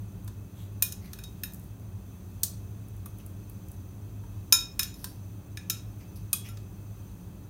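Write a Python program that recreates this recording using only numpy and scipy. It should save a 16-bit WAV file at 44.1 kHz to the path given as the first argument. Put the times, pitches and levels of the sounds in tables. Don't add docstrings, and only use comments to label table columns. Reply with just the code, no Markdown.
import sys
import numpy as np
from scipy import signal
from scipy.fft import rfft, irfft, next_fast_len
from scipy.io import wavfile
from scipy.ndimage import map_coordinates

SR = 44100
rng = np.random.default_rng(int(sys.argv[2]) if len(sys.argv) > 2 else 0)


def store_wav(level_fs):
    pcm = np.round(np.clip(np.atleast_2d(level_fs), -1, 1) * 32767)
    wavfile.write(sys.argv[1], SR, pcm.T.astype(np.int16))


N = 330660

# freq_hz, density_db (per Hz)
FLAME_SPECTRUM = [(12, -74), (20, -23), (32, -20), (65, -12), (92, 0.5), (114, -5.5), (131, -8), (196, -8),
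                  (226, -18.5), (271, -16.5), (477, -23.5), (608, -26.5), (1200, -32), (2500, -44.5),
                  (3500, -60)]
# centre_hz, width_hz, lift_db
BOOMS = [(36.8, 3.8, -3.5), (52.4, 29, 14), (63, 5.7, -3.5), (98, 19, 0.5), (124, 12, -4.5), (138, 15, 2.5),
         (163, 17, -6.5), (178.7, 25, 7.5), (186.5, 9.1, -4), (220, 11, -2.5), (253, 13, 3.5),
         (271.5, 18, 3.5), (395, 48.7, 4), (404, 7.3, -1), (475, 28.2, -7)]
FLAME_DB = -44.5
# pitch_hz, level_db (rms, before a slow wobble)
HUM_LINES = [(51, -61.5), (178, -64.5), (204.5, -58)]
# time_s, level_db (rms)
OVERTONE_LEVEL = [(0, -62), (2.2, -70), (3.4, -61.5), (3.9, -62), (5.7, -60.5), (6.3, -63.5), (7.5, -65)]
# freq_hz, density_db (per Hz)
JET_SPECTRUM = [(1200, -36), (2400, 0), (5000, -4.5), (6300, 1.5), (8200, -2), (9300, 4.5), (10500, -3.5),
                (13000, 2), (15700, 4), (16000, -6)]
# centre_hz, width_hz, lift_db
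TUBE_RESONANCES = [(2590, 110, 12.5), (3190, 91, 9.5), (3465, 45, 12.5), (3874, 81, 10.5), (4240, 59, 8.5),
                   (4600, 110, 7), (4800, 70, 5.5), (6106, 83, 15.5), (6380, 190, 4.5), (7600, 180, 3),
                   (12600, 160, 5.5), (14550, 1200, 2.5)]
# time_s, gain_db
DRONE_SWELL = [(0.0, 7), (0.4, -2.0), (0.65, 2.5), (0.85, -3), (1.65, -4.5), (1.95, 6), (2.15, -7.5),
               (2.7, 4), (3.55, -2.5), (4.3, 4), (4.65, -3.5), (5.55, 0.5), (5.95, -0.5), (6.45, 1),
               (7.1, -0.5), (7.49, -6)]
DRONE_HZ, DRONE_WIDTH_HZ, DRONE_DB = 102.4, 8.9, -44.5
DRONE_STEADINESS = 0.3

# freq_hz, t60_s
KITCHEN_DECAY = [(500, .36), (2500, .36), (6000, .31), (10000, .24), (15000, .19)]

# start_s, peak_db
WET_CLICKS = [(0.246, -41), (1.522, -38), (1.535, -34), (1.5445, -34.5), (3.1848, -39), (3.2626, -37.5),
              (3.497, -39), (3.6845, -43), (3.716, -38)]
# start_s, length_s, peak_db (typical click)
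PEELS = [(1.557, 0.26, -49), (2.85, .12, -46)]
WET_HZ, CLICKS_PER_S, CLICK_SCATTER_DB = 9300, 22, 1
# start_s, length_s, rub_db, centre_hz, fizz_db (rms before the fades)
RUBS = [(0.523, 0.18, -62.5, 3450, -65), (0.995, 0.12, -61, 2120, -62), (1.55, 0.17, -84, 5000, -65),
        (3.187, 0.034, -60, 2800, -62), (4.878, 0.33, -62.5, 5300, -60), (5.98, 0.076, -64, 2340, -78),
        (6.147, 0.046, -60.5, 5300, -59), (6.426, 0.083, -52.5, 2650, -58)]
FIZZ_HZ = 11500
RUB_OVERTONE_DB = -4.5

# start_s, level_db (sine before onset and decay), pitch_hz
KNOCKS = [(0.2783, -47, 1000), (0.8225, -41.5, 1010), (3.0605, -44.5, 1170), (4.238, -45, 950),
          (4.5252, -26.5, 998), (4.794, -38, 1100), (5.0424, -38.5, 1010), (6.331, -36, 1170)]
# start_s, level_db (before onset and decay), pitch_hz
SINGING = [(0.823, -34, 2466), (1.238, -47, 3772), (4.5245, -31, 1364), (4.794, -49, 3840),
           (5.572, -51, 2440), (5.7, -45.5, 1345), (6.489, -51.5, 1364)]
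SING_T60_S = 0.21

# start_s, level_db (at the pivot, before the arms' lift),
# thinness_db (lost per octave below the pivot), hardness_db (gained per octave above it),
# steel_db, glass_db (gain of each ring in the blow)
CONTACTS = [(0.2767, -61.5, 1.5, 7, -25, -21), (0.823, -34.5, 7.5, 12, -12.5, -25),
            (0.9223, -47, 11, 2, -18, -24), (1.132, -53, 4, 4.5, -16, -17), (1.1875, -60, 0, 6, -6, -30),
            (1.237, -53.5, 8, 1, -13, -28), (1.4346, -46.5, 2.5, 10, -7, -51),
            (2.4325, -34, 12, 7, -42, -40), (3.0584, -64, 5, 15.5, -22, -7), (4.524, -18, 12.5, -3, 2, -44),
            (4.7929, -32, 7, 1.5, -4.5, -17), (4.8307, -40.5, 9, 2, -10, -35),
            (4.9406, -57.6, 11, -3, 3, -21.5), (5.0424, -47, 3.5, 6, -23, -36),
            (5.5717, -50, 2, -4, -6, -33), (5.6982, -33.5, 9.5, 1.5, -10, -24),
            (6.33, -36.5, 6.5, 11, -38, 0), (6.487, -60.5, 4, 6.5, 3, -8),
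            (6.5707, -61.5, 2.5, -10, -27, -17)]
# low_hz, high_hz
REGISTERS = [(1150, 2000), (2000, 3000), (3000, 4500), (4500, 8000), (8000, 16000)]
# centre_hz, width_hz, lift_db (scaled down when pressed)
BODY_RESONANCES = [(1436, 72, 21), (1690, 280, 22.5), (2060, 243, -19), (2514, 91, 19.5), (3073, 280, -7),
                   (3833, 300, 9), (4343, 300, -4), (5300, 240, 12.5), (5820, 350, 1.5), (6270, 1300, 15),
                   (6720, 240, 2.5), (9000, 240, 22), (9560, 600, 7), (11840, 2400, 16.5), (13480, 1540, 9),
                   (15040, 350, 10), (14800, 590, 11.5)]
# pitch_hz, level_db (relative), t60_s
STEEL_MODES = [(1374, -14, 0.22), (1608, -12.5, 0.0904), (1778, -13, 0.11), (2420, -15, 0.13),
               (2480, -21, 0.38), (3740, -8.5, 0.1), (3837, -12.5, 0.11), (3768, -7.5, 0.17), (5244, 1, .1),
               (5280, 1.5, 0.12), (5330, -19, 0.22), (5650, -17, 0.087), (6280, -14, .14),
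               (6980, -3.5, 0.1), (6990, -6, 0.16), (9350, -18.5, 0.16), (9630, -10, 0.13),
               (11600, -6.5, 0.091), (10960, 1, 0.1305), (12050, 4, .1), (12180, -2.5, 0.098),
               (12910, -4, 0.082), (13070, -8.5, .08), (15200, -10, .11)]
# pitch_hz, level_db (relative), t60_s
GLASS_MODES = [(1240, 9, 0.054), (2520, 9.5, 0.055), (3335, -14, 0.43), (3380, -11.5, 0.157),
               (3770, 5.5, 0.0182), (6540, -13.5, 0.16), (9300, 3, .07), (9340, -1.5, 0.074),
               (11400, -2, 0.14), (10800, -5, 0.056)]
PIVOT_HZ = 6000
ARM_HZ, ARM_OCTAVES = 2450, 0.4
ARM_DB, PRESS_DB = 1.5, 11

TOP_HZ = 16400


def amp(db):
    return 10 ** (np.asarray(db) / 20)


def unit(x):
    return x / np.sqrt(np.mean(x ** 2) + 1e-20)


def along(points, hz):
    f, v = np.transpose(points)
    return np.interp(np.log(hz + 1), np.log(f + 1), v)


def level(points):
    return amp(np.interp(np.arange(N) / SR, *np.transpose(points)))


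def fade(t, t60):
    return np.exp(-np.log(1000) * t / t60)


def wobble(rate):
    knots = rng.standard_normal(int(N * rate / SR) + 4)
    return map_coordinates(knots, [np.arange(N) * rate / SR])


def add(track, s, sound):
    part = track[max(round(s * SR), 0):][:len(sound)]
    part += sound[:len(part)]


def band(x, lo, hi, order=2):
    sos = signal.butter(order, [lo, min(hi, SR / 2 - 1000)], "band", fs=SR, output="sos")
    return signal.sosfilt(sos, x)


def filtered(x, response):
    m = next_fast_len(x.shape[-1] + SR // 4)
    spectrum = rfft(x, m) * response(np.fft.rfftfreq(m, 1 / SR))
    return irfft(spectrum, m)[..., :x.shape[-1]]


def rush(spectrum, resonances, count=N):
    def response(hz):
        db = along(spectrum, hz)
        for centre, width, lift_db in resonances:
            db = db + lift_db / (1 + (2 * (hz - centre) / width) ** 2)
        return amp(db)
    return unit(filtered(rng.standard_normal(count), response))


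def in_kitchen(sound, wet_db):
    hz, t, z = signal.stft(rng.standard_normal(SR // 2), SR, nperseg=256)
    decay = fade(t, along(KITCHEN_DECAY, hz)[:, None])
    build_up = 1 - np.exp(-t / 0.004)
    walls = signal.istft(z * decay * build_up, SR, nperseg=256)[1]
    walls *= amp(wet_db) / np.linalg.norm(walls)
    walls[0] += 1
    return signal.fftconvolve(sound, walls)


def flame():
    return amp(FLAME_DB) * rush(FLAME_SPECTRUM, BOOMS)


def drone():
    def resonance(hz):
        return 1 / np.sqrt(1 + (2 * (hz - DRONE_HZ) / DRONE_WIDTH_HZ) ** 4)
    air = signal.hilbert(filtered(rng.standard_normal(N), resonance))
    steadied = air.real / np.abs(air) ** DRONE_STEADINESS
    return amp(DRONE_DB) * level(DRONE_SWELL) * unit(steadied)


def tone(hz, waver):
    phase = 2 * np.pi * hz * np.arange(N) / SR + waver * wobble(7.9)
    return np.sqrt(2) * np.sin(phase)


def hum():
    out = level(OVERTONE_LEVEL) * tone(307.5, waver=0.86)
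    for hz, db in HUM_LINES:
        out += amp(db + 0.83 * wobble(4.0)) * tone(hz, waver=0.8)
    return out


def gas_jet():
    gain = amp(-62.5 + 0.67 * wobble(3.23))
    return gain * rush(JET_SPECTRUM, TUBE_RESONANCES)


def stove():
    return flame() + drone() + hum() + gas_jet()


def add_wet_clicks(track):
    t = np.arange(SR // 10) / SR
    clicks = list(WET_CLICKS)
    for s, length, db in PEELS:
        for _ in range(round(length * CLICKS_PER_S)):
            clicks.append((s + length * rng.random(), db + CLICK_SCATTER_DB * rng.standard_normal()))
    for s, db in clicks:
        hz = WET_HZ * np.exp(0.087 * rng.standard_normal())
        burst = rng.standard_normal(len(t)) * np.sqrt(t) * fade(t, 0.012)
        click = band(burst, hz / 1.03, hz * 1.85)
        add(track, s, amp(db) * click / np.abs(click).max())


def add_rubs(track):
    for s, length, rub_db, centre_hz, fizz_db in RUBS:
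        count = int(length * SR)
        strength = rng.standard_normal(count) * np.sqrt(rng.exponential(size=count))
        slips = strength * (rng.random(count) < 7000 / SR)
        layers = [(centre_hz, rub_db), (2 * centre_hz, rub_db + RUB_OVERTONE_DB), (FIZZ_HZ, fizz_db)]
        for hz, db in layers:
            rub = unit(band(slips, hz / 1.12, hz * 1.155, order=1))
            add(track, s, amp(db) * rub * np.hanning(count))


def fish():
    out = np.zeros(N)
    add_wet_clicks(out)
    add_rubs(out)
    return in_kitchen(out, wet_db=-6.5)[:N]


def knocks():
    out, t = np.zeros(N), np.arange(SR // 10) / SR
    onset = 1 - np.exp(-t / 0.00047)
    for s, db, hz in KNOCKS:
        thud = np.sin(2 * np.pi * hz * t) * fade(t, 0.037)
        puff = unit(band(rng.standard_normal(len(t)), hz / 1.25, hz * 1.6))
        thud += amp(-7.5) * puff * fade(t, 0.0339)
        add(out, s, amp(db) * thud * onset)
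    return in_kitchen(out, wet_db=-9.0)[:N]


def singing():
    out, t = np.zeros(N), np.arange(SR // 2) / SR
    envelope = (1 - np.exp(-t / 0.001)) * fade(t, SING_T60_S)
    for s, db, hz in SINGING:
        add(out, s, amp(db) * np.sin(2 * np.pi * hz * t) * envelope)
    return in_kitchen(out, wet_db=-12.5)[:N]


def ring(modes, t):
    hz, db, t60 = np.transpose(modes)[:, :, None]
    scatter_db = rng.standard_normal((len(modes), 1))
    phase = 2 * np.pi * (hz * t + rng.random((len(modes), 1)))
    return np.sum(amp(db + scatter_db) * np.sin(phase) * fade(t, t60), axis=0)


def register_db(hz, thinness, hardness, damping):
    octaves = np.log2(hz / PIVOT_HZ)
    tilt_db = octaves * (thinness if octaves < 0 else hardness)
    arms = np.exp(-(np.log2(hz / ARM_HZ) / ARM_OCTAVES) ** 2)
    return tilt_db + (ARM_DB - PRESS_DB * damping) * arms


def tongs():
    out, t = np.zeros(N), np.arange(int(0.6 * SR)) / SR
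    attack = int(0.03 * SR)
    onset = 1 - np.exp(-t / 0.00037)
    for s, level_db, thinness, hardness, steel_db, glass_db in CONTACTS:
        free = np.interp(steel_db, [-30, -6], [0.3, 1])
        damping = np.interp(max(steel_db, glass_db), [-22, -7], [1, 0])
        body = np.array(BODY_RESONANCES) * [1, 1, free]
        noise = rush([(800, 0.0025), (16000, 0.0033)], body, count=len(t))
        clack = amp(11) * fade(t, 0.035) * noise
        rings = amp(steel_db) * ring(STEEL_MODES, t) + amp(glass_db) * ring(GLASS_MODES, t)
        blow = in_kitchen(onset * clack, wet_db=-8.5)
        blow += in_kitchen(onset * rings, wet_db=-10.5)
        for lo, hi in REGISTERS:
            register = band(blow, lo, hi, order=4)
            db = level_db + register_db(np.sqrt(lo * hi), thinness, hardness, damping)
            add(out, s, amp(db) * register / np.std(register[:attack]))
    return out


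def scene():
    return (stove() + fish() + knocks() + singing() + tongs())[None]


def record(dry):
    return filtered(dry, lambda hz: np.clip((TOP_HZ - hz) / 200 + 0.5, 0, 1))


dry = scene()
out = record(dry)
store_wav(out)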